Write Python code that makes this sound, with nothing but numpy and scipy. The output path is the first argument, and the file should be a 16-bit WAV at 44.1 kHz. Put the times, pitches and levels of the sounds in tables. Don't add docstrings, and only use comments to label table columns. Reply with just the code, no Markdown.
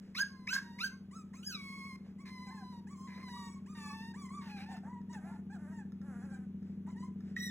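import sys
import numpy as np
from scipy import signal
from scipy.fft import rfft, irfft
from scipy.io import wavfile
from scipy.ndimage import uniform_filter1d

SR = 44100
rng = np.random.default_rng(int(sys.argv[2]) if len(sys.argv) > 2 else 0)


def to_wav(sig):
    pcm = np.clip(np.atleast_2d(sig), -1, 1) * 32767
    pcm = np.round(pcm).astype(np.int16)
    wavfile.write(sys.argv[1], SR, pcm.T)


N = 330750
TIME = np.arange(N) / SR
CUTOFF_HZ = 15800


def from_db(db):
    return 10 ** (np.asarray(db) / 20)


def rms_one(x):
    return x / np.sqrt(np.mean(x ** 2) + 1e-20)


def at_hz(points, hz):
    point_hz, value = np.transpose(points)
    return np.interp(np.log(np.maximum(hz, 1)), np.log(point_hz), value)


def low_pass(x, hz):
    return signal.sosfilt(signal.butter(2, min(hz, .45 * SR), fs=SR, output="sos"), x)


def wander(size, hz):
    settled = low_pass(rng.standard_normal(size + SR // 4), hz)[-size:]
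    return rms_one(settled)


def coloured_noise(spectrum):
    gain = from_db(at_hz(spectrum, np.fft.rfftfreq(N, 1 / SR)))
    return rms_one(irfft(rfft(rng.standard_normal(N)) * gain, N))


def arch(t, turn_s, first, turn, last, ease_in, ease_out):
    before = np.clip(1 - t / max(turn_s, 1e-3), 0, 1)
    after = np.clip((t - turn_s) / max(t[-1] - turn_s, 1e-3), 0, 1)
    return turn + (first - turn) * before ** ease_in + (last - turn) * after ** ease_out


def gesture(rows, fade_s=.008):
    s, *columns = np.transpose(rows)
    at = np.flatnonzero((TIME > s[0] - fade_s / 2) & (TIME < s[-1] + fade_s))
    t = TIME[at]
    gate = np.clip(np.minimum(t - t[0], s[-1] + fade_s - t) / fade_s, 0, 1)
    return at, gate, [np.interp(t, s, c) for c in columns]


def ring(clicks, hz, t60_s):
    r = from_db(-60 / (t60_s * SR))
    w = 2 * np.pi * hz / SR
    return signal.lfilter([0, np.sin(w)], [1, -2 * r * np.cos(w), r * r], clicks + 1e-18)


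def strikes(events):
    out = np.zeros(N)
    for s, db in events:
        out[int(s * SR)] += from_db(db)
    return out


def yelps():
    # (start [s], length [s], pitch turn after [s], first pitch [Hz], turning pitch [Hz],
    # last pitch [Hz], loudest after [s], fundamental [dB], octave [dB], overtones [dB])
    yelp_events = [ (0.15, 0.085, 0.066, 1048, 1639, 1598, 0.058, -31.5, -42.5, -43.5),
                   (0.472, 0.123, 0.047, 1000, 1557, 1648, 0.06, -37, -40, -47),
                   (0.787, 0.099, 0.067, 1043, 1567, 1556, 0.057, -37.5, -45.5, -45.5),
                   (1.43, 0.135, 0.047, 1438, 1680, 1211, 0.075, -51.5, -48.5, -48.5),
                   (7.363, 0.16, 0.0605, 1880, 1947, 1840, 0.003, -42.5, -39, -46.5), ]
    # (frequency [Hz], level [dB])
    mouth = [(2100, 0), (2600, 2), (3100, -10), (3300, -26), (3800, -10)]
    # (from [s], to [s], roughness [0-1])
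    rasps = [(0.184,0.198,0.59),(0.529,0.6,0.71),(0.869,0.877,0.54),(7.374,7.397,0.22)]
    # (frequency [Hz], level [dB])
    throat = [(2600,17),(3300,-21),(3800,16.5),(4500,-4.5),(5100,9),(5600,-5.5),(6200,-2.5),(7000,-13.5),(9500,-13),(11000,-21.5),(12400,-13.5),(13300,-13.5),(14200,-22.5),(16000,-23.5)]
    shapes = cry_shapes(yelp_events, mouth, swell_db=31.5, fade_db=6, opening_db=21, closing_db=19.5,
                        widest_share=0.3, octave_follows=0.49, scoop_ease=1.3, sag_ease=1.3,
                        waver=0.0028, catch_db=6)
    return cries(shapes, onset_rasps(yelp_events) + rasps, throat, quiver=0.012, hoarse=0.031,
                 shimmer_db=3.5, rasp_width_hz=340, core_rough=0.17, split=1.1)


def thin_whines():
    # (start [s], length [s], pitch turn after [s], first pitch [Hz], turning pitch [Hz],
    # last pitch [Hz], loudest after [s], fundamental [dB], octave [dB], overtones [dB])
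    whine_events = [ (1.112, 0.12, 0.058, 957, 1323, 1180, 0.058, -56.5, -60, -68),
                    (1.335, 0.11, 0.06, 914, 1326, 1440, 0.005, -67.5, -58.5, -70),
                    (2.185, 0.064, 0.04, 953, 1130, 1056, 0.027, -65.5, -64, -76.5),
                    (2.465, 0.041, 0.036, 870, 753, 796, 0.033, -60.5, -67, -75),
                    (2.505, 0.13, 0.028, 835, 917, 749.5, 0.15, -56, -64.5, -79),
                    (2.87, 0.09, 0.056, 808, 1150, 1060, 0.047, -60.5, -62, -72.5),
                    (2.955, 0.15, 0.11, 1056, 1061, 939, 0.084, -55.5, -73, -70.5),
                    (3.28, 0.31, 0.087, 718, 1155, 1097, 0.12, -58, -64.5, -68.5),
                    (3.66, 0.1, 0.042, 760.5, 1242, 1185, 0.05, -60, -63, -72),
                    (3.77, 0.18, 0.1, 1197, 1153, 1125, 0.15, -51.5, -57, -63),
                    (4.14, 0.15, 0.043, 784.3, 1177, 976, 0.14, -55, -58.5, -66.5),
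                    (4.29, 0.14, 0.076, 981.5, 1180, 1045, 0.086, -49.5, -59.5, -68),
                    (4.69, 0.069, 0.027, 710, 814, 697, 0.047, -50, -71, -75.5),
                    (4.83, 0.18, 0.094, 717.6, 985, 953, 0.089, -53.5, -66.5, -85),
                    (5.095, 0.098, 0.028, 938, 975, 743, 0.066, -55, -62, -71.5),
                    (5.502, 0.078, 0.036, 777, 861, 660, 0.044, -56.5, -60.5, -78.5),
                    (5.72, 0.11, 0.056, 942, 921, 790, 0.072, -60, -63.5, -77),
                    (6.19, 0.1, 0.05, 813.4, 861, 802, 0.037, -79, -66.5, -82.5),
                    (6.3, 0.084, 0.035, 782, 786.3, 765, 0.037, -66, -63, -76.5),
                    (6.865, 0.1, 0.049, 880, 1032, 873, 0.015, -62.5, -71, -81.5),
                    (6.96, 0.13, 0.1, 893, 1032, 996, 0.085, -57.5, -65, -74), ]
    # (frequency [Hz], level [dB])
    mouth = [(1400, -3), (1700, 1), (2100, -6), (2350, -9), (2700, -24)]
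    # (from [s], to [s], roughness [0-1])
    rasps = [(1.333,1.37,0.71),(4.71,4.883,0.54),(5.126,5.153,1),(5.543,5.62,0.6),(6.859,6.921,1)]
    # (frequency [Hz], level [dB])
    throat = [(2400,1.5),(3300,-8),(4300,-4.5),(5300,-5.5),(7000,-2.5),(8500,-1),(10000,-11),(12000,-40.5),(16000,-14.5)]
    shapes = cry_shapes(whine_events, mouth, swell_db=13.5, fade_db=9, opening_db=11.5, closing_db=14.5,
                        widest_share=1.0, octave_follows=0.24, scoop_ease=1.7, sag_ease=1.2,
                        waver=0.0071, catch_db=7)
    return cries(shapes, rasps, throat, quiver=0.011, hoarse=0.061, shimmer_db=3.5,
                 rasp_width_hz=67, core_rough=0.6, split=0.51)


def full_whines():
    # (start [s], length [s], pitch turn after [s], first pitch [Hz], turning pitch [Hz],
    # last pitch [Hz], loudest after [s], fundamental [dB], octave [dB], overtones [dB])
    whine_events = [ (0.29, 0.27, 0.06, 1078, 1048, 976, 0.079, -64, -73, -90),
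                    (0.62, 0.19, 0.1, 970, 942, 980, 0.06, -61, -64.5, -85.5),
                    (0.91, 0.047, 0.03, 1030, 1065, 1094, 0.0087, -65, -68, -117),
                    (1.52, 0.44, 0.08, 1327, 1116, 1053, 0.34, -56, -51, -74.5),
                    (2.255, 0.27, 0.048, 1049, 1018, 1023, 0.15, -55.5, -56, -79),
                    (2.49, 0.31, 0.037, 1015, 1063, 946, 0.037, -56.5, -70.5, -83),
                    (3.072, 0.17, 0.079, 1015, 1000, 1082, 0.18, -56, -59.5, -84.5),
                    (3.23, 0.26, 0.067, 1080, 984, 951, 0.11, -53, -56.5, -76.5),
                    (3.75, 0.37, 0.11, 953, 858, 929.8, 0.15, -56, -53.5, -76.5),
                    (4.412, 0.237, 0.195, 940, 808, 835, 0.13, -55.5, -59, -81),
                    (4.66, 0.13, 0.063, 834, 903, 883, 0.033, -58.5, -56.5, -83.5),
                    (5.24, 0.13, 0.097, 692, 921, 842, 0.031, -57.5, -72, -98.5), ]
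    # (frequency [Hz], level [dB])
    mouth = [(1500, -6), (1800, -3), (2400, -0.5)]
    # (from [s], to [s], roughness [0-1])
    rasps = [(1.957,1.99,0.58),(2.235,2.301,1),(3.058,3.237,0.78),(3.747,3.817,0.25),(4.411,4.519,0.99),(4.569,4.666,0.8),(4.704,4.806,0.44),(5.238,5.378,0.96)]
    # (frequency [Hz], level [dB])
    throat = [(2500,21.5),(3100,-1),(3900,15),(5000,9.5),(6000,4),(7000,-5.5),(8700,6.5),(10000,-12.5),(11000,-2.5),(12400,-11.5),(14700,-9),(16000,-13)]
    shapes = cry_shapes(whine_events, mouth, swell_db=9, fade_db=3, opening_db=5, closing_db=4,
                        widest_share=0.41, octave_follows=0.99, scoop_ease=1.6, sag_ease=1.1,
                        waver=0.01, catch_db=1.5)
    return cries(shapes, rasps, throat, quiver=0.0068, hoarse=0.03, shimmer_db=1.5,
                 rasp_width_hz=300, core_rough=0.24, split=0.42)


def onset_rasps(events, length_s=0.0098, rough=0.36):
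    return [(start - length_s / 2, start + length_s, rough) for start, *_ in events]


def cry_shapes(events, mouth, swell_db, fade_db, opening_db, closing_db, widest_share, octave_follows,
               scoop_ease, sag_ease, waver, catch_db, catch_s=0.017):
    shapes = []
    unsteady = waver * wander(N, hz=9)
    for (start, length, turn_s, first_hz, turn_hz, last_hz,
         loudest_s, level_db, octave_db, overtones_db) in events:
        t = np.arange(0, length, 1e-3)
        pitch = arch(t, turn_s, first_hz, turn_hz, last_hz, scoop_ease, sag_ease)
        pitch = pitch * (1 + np.interp(start + t, TIME, unsteady))
        catch = catch_db * np.exp(-t / catch_s)
        effort = catch + arch(t, loudest_s, -swell_db, 0, -fade_db, ease_in=1.2, ease_out=1.27)
        widest_s = turn_s + widest_share * (length / 2 - turn_s)
        opening = catch + arch(t, widest_s, -opening_db, 0, -closing_db, ease_in=1.5, ease_out=2.7)
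        octave = octave_db + octave_follows * opening + at_hz(mouth, 2 * pitch)
        shapes.append(np.transpose([start + t, pitch, level_db + effort, octave, overtones_db + opening]))
    return shapes


def fold_phase(pitch, quiver, jitter):
    glide = uniform_filter1d(pitch, size=500, mode="nearest")
    unsteady = quiver * wander(len(pitch), hz=45.9) + jitter * wander(len(pitch), hz=494)
    return 2 * np.pi * np.cumsum(glide * (1 + unsteady)) / SR


def cries(calls, rasps, throat, quiver, hoarse, shimmer_db, rasp_width_hz, core_rough, split):
    out, rough = np.zeros(N), np.zeros(N)
    for start, end, amount in rasps:
        rough[int(start * SR):int(end * SR)] = min(amount, 1)
    rough = uniform_filter1d(rough, size=750)
    for rows in calls:
        at, gate, (pitch, first_db, octave_db, overtones_db) = gesture(rows)
        size = len(at)
        phase = fold_phase(pitch, quiver, 0.0042 + 0.034 * rough[at])
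        undertone = split * np.cos(phase / 3 + wander(size, hz=34.6))
        for k in range(1, int(CUTOFF_HZ / pitch.min()) + 1):
            if k == 1:
                level_db = first_db
            elif k == 2:
                level_db = octave_db
            else:
                level_db = overtones_db + at_hz(throat, k * pitch)
            level = from_db(level_db + shimmer_db * wander(size, hz=34.7)) * (k * pitch < SR / 2)
            smear = hoarse * (1 + k * pitch / 3500) + rough[at]
            if k == 1:
                smear = smear * core_rough
            along = 1.3 * undertone + .6 * wander(size, rasp_width_hz)
            across = 1.5 * undertone * wander(size, hz=25) + .7 * wander(size, rasp_width_hz)
            line = (1 + smear * along) * np.sin(k * phase) + smear * across * np.cos(k * phase)
            out[at] += np.sqrt(2) * gate * level * line
    return out


def groans():
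    # (frequency [Hz], level [dB])
    throat = [(250,-10),(520,10),(800,10.5),(1080,4),(1600,12.5),(2300,-5.5),(3500,-23),(6000,-13.5),(8500,-8),(11000,-14.5),(16000,-41)]
    out, breath = np.zeros(N), coloured_noise(throat)
    for rows in groan_shapes():
        at, gate, (pitch, level_db) = gesture(rows)
        phase = fold_phase(pitch, quiver=.012, jitter=.012)
        voice = 0
        for k in range(2, 50):
            harmonic_db = at_hz(throat, k * pitch) + 2 * wander(len(at), hz=20)
            voice = voice + from_db(harmonic_db) * np.cos(k * phase)
        escape = .25 * breath[at] * (1 + np.cos(phase))
        out[at] += gate * from_db(level_db) * (rms_one(voice) + escape)
    return out


def groan_shapes(swell_db=10, fade_db=11, glide_ease=2.2):
    # (start [s], length [s], first pitch [Hz], last pitch [Hz],
    # loudest after [s], may lie past the end, level [dB])
    groan_events = [(4.831, 0.08, 214, 239, 0.04, -65), (5.172, 0.23, 321.4, 375, 0.11, -59.5),
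                    (5.585, 0.15, 284.5, 354, 0.33, -56.5), (6.017, 0.435, 267.7, 251, 0.085, -60)]
    shapes = []
    wobble = .04 * wander(N, hz=9)
    for start, length, first_hz, last_hz, loudest_s, level_db in groan_events:
        t = np.arange(0, length, 1e-3)
        pitch = first_hz + (last_hz - first_hz) * (t / length) ** glide_ease
        pitch = pitch * (1 + np.interp(start + t, TIME, wobble))
        effort = arch(t, loudest_s, -swell_db, 0, -fade_db, ease_in=1.2, ease_out=1.4)
        shapes.append(np.transpose([start + t, pitch, level_db + effort]))
    return shapes


def pants():
    # (frequency [Hz], level [dB])
    colour = [(500,9.5),(1000,-9),(1800,2.5),(3300,-11),(5000,-7),(6500,-15),(8000,-12),(11000,-25.5),(16000,-54)]
    out, breath = np.zeros(N), coloured_noise(colour)
    for rows in pant_shapes():
        at, gate, (level_db,) = gesture(rows)
        out[at] += gate * from_db(level_db) * breath[at]
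    return out


def pant_shapes(swell_db=14, fade_db=18):
    # (start [s], length [s], loudest after [s], level [dB])
    pant_events = [(0.0, 0.17, 0.023, -67), (2.03, 0.12, 0.024, -68.5), (3.555, 0.068, 0.034, -72),
                   (6.604, 0.19, 0.057, -71.5), (7.181, 0.18, 0.11, -64.5)]
    shapes = []
    for start, length, loudest_s, level_db in pant_events:
        t = np.arange(0, length, 1e-3)
        effort = arch(t, loudest_s, -swell_db, 0, -fade_db, ease_in=1.0, ease_out=3.0)
        shapes.append(np.transpose([start + t, level_db + effort]))
    return shapes


def claws():
    # (time [s], level [dB])
    ticks = [(1.292, -72), (4.3847, -63), (4.7685, -50.5), (5.0154, -64), (5.9212, -57), (6.0154, -58),
             (6.6275, -63.5), (7.206, -58.5)]
    # (frequency [Hz], level [dB], t60 [s])
    pen_modes = [(1380,-2.5,0.024),(1740,-4,0.036),(3660,-10,0.016),(5160,-11.5,0.049),(6400,-10,0.014),(10700,-17,.012),(14000,-14.5,.01)]
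    clicks = strikes(ticks)
    return sum(from_db(db) * ring(clicks, hz, t60_s) for hz, db, t60_s in pen_modes)


def paw_falls(decay_s=0.03, scuff_hz=800):
    # (time [s], level [dB])
    paws = [(2.06, -65), (2.725, -62.5), (3.176, -62)]
    press = signal.lfilter([1], [1, -np.exp(-1 / (decay_s * SR))], strikes(paws) + 1e-18)
    return press * wander(N, scuff_hz)


def machine(turns_per_s=13.007, first_knock_s=0.00908, swell_hz=80):
    # (time [s], level [dB])
    hum_level = [(0.0, -52), (0.23, -51.5), (7.5, -43.5)]
    # (frequency [Hz], level [dB], t60 [s])
    panel_modes = [(63.9,-27.5,.5),(91.2,-11.5,0.53),(105.24,-18.5,0.46),(131.9,-21.5,0.28),(169.37,-9.5,1),(180.2,-36.5,1),(194.1,1,0.62),(201.8,-9,0.25),(233.2,-9.5,0.95),(260.6,-18,0.98),(296,-24,1),(325,-25.5,1),(352.6,-22,0.31),(375.4,-30,0.56),(403.9,-23.5,0.29),(429.3,-30,0.21)]
    turns = np.arange(-turns_per_s // 1, N / SR * turns_per_s)
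    at = ((first_knock_s + turns / turns_per_s + 1) * SR).astype(int)
    knocks = np.zeros(N + 2 * SR)
    knocks[at] = from_db(.25 * rng.standard_normal(len(at)))
    panels = 0
    for hz, db, t60_s in panel_modes:
        band_hz = [max(hz - swell_hz, hz / 2), hz + swell_hz]
        swell = signal.butter(1, band_hz, "band", fs=SR, output="sos")
        panels = panels + from_db(db) * rms_one(signal.sosfilt(swell, ring(knocks, hz, t60_s)))
    return rms_one(panels[SR:SR + N]) * from_db(np.interp(TIME, *np.transpose(hum_level)))


def hum_pair(delay_s=.00014, left_db=1.03):
    hum = signal.sosfilt(signal.butter(2, 70, "high", fs=SR, output="sos"), machine())
    left = from_db(left_db) * np.interp(TIME - delay_s, TIME, hum)
    return np.array([left, hum])


def still_air():
    # (frequency [Hz], relative level per Hz [dB])
    air_colour = [(25,-6),(45,-8.5),(70,-3),(120,-3),(250,0),(400,-8),(600,-18),(1000,-20.5),(1800,-25.5),(3000,-29),(4500,-34),(6300,-38.5),(9000,-42.5),(12000,-39.5),(16000,-46)]
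    return from_db(-64) * coloured_noise(air_colour)


def room(x, t60_s=.31, wall_hz=13000, gap_s=0.0085):
    t = TIME[:SR // 2]
    decay = np.exp(-np.log(1000) * t / t60_s)
    echoes = low_pass(rng.standard_normal(len(t)), wall_hz) * (t > gap_s) * decay
    return signal.fftconvolve(x, echoes / np.sqrt(np.sum(echoes ** 2)))[:N]


def microphone_pair(x):
    # (frequency [Hz], left lead [rad])
    pair_phase = [(0, 0), (1290, -0.4), (2500, 1.5), (3960, 2.0), (6370, 5.9), (7490, 6.8), (8350, 9.0),
                  (9560, 9.8), (10400, 12.6), (11600, 12.7), (12600, 15.5), (13700, 15.9), (14600, 18.6),
                  (15900, 19.0)]
    # (frequency [Hz], left minus right [dB])
    pair_balance = [(100,0),(500,-.4),(1000,0),(1600,-4),(2400,0),(16000,0)]
    hz = np.fft.rfftfreq(N, 1 / SR)
    half_lead = np.exp(.5j * np.interp(hz, *np.transpose(pair_phase)))
    left = half_lead * from_db(at_hz(pair_balance, hz) / 2)
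    return irfft(rfft(x) * np.array([left, 1 / left]), N)


def scene():
    pen = yelps() + thin_whines() + full_whines() + groans() + pants() + claws() + paw_falls()
    near = pen + from_db(-13.0) * room(pen) + still_air()
    diffuse = from_db(-17) * low_pass(np.array([room(pen), room(pen)]), 2200)
    return microphone_pair(near) + diffuse + hum_pair()


def record(dry):
    return signal.sosfilt(signal.ellip(12, .1, 80, CUTOFF_HZ, fs=SR, output="sos"), dry)


dry = scene()
out = record(dry)
to_wav(out)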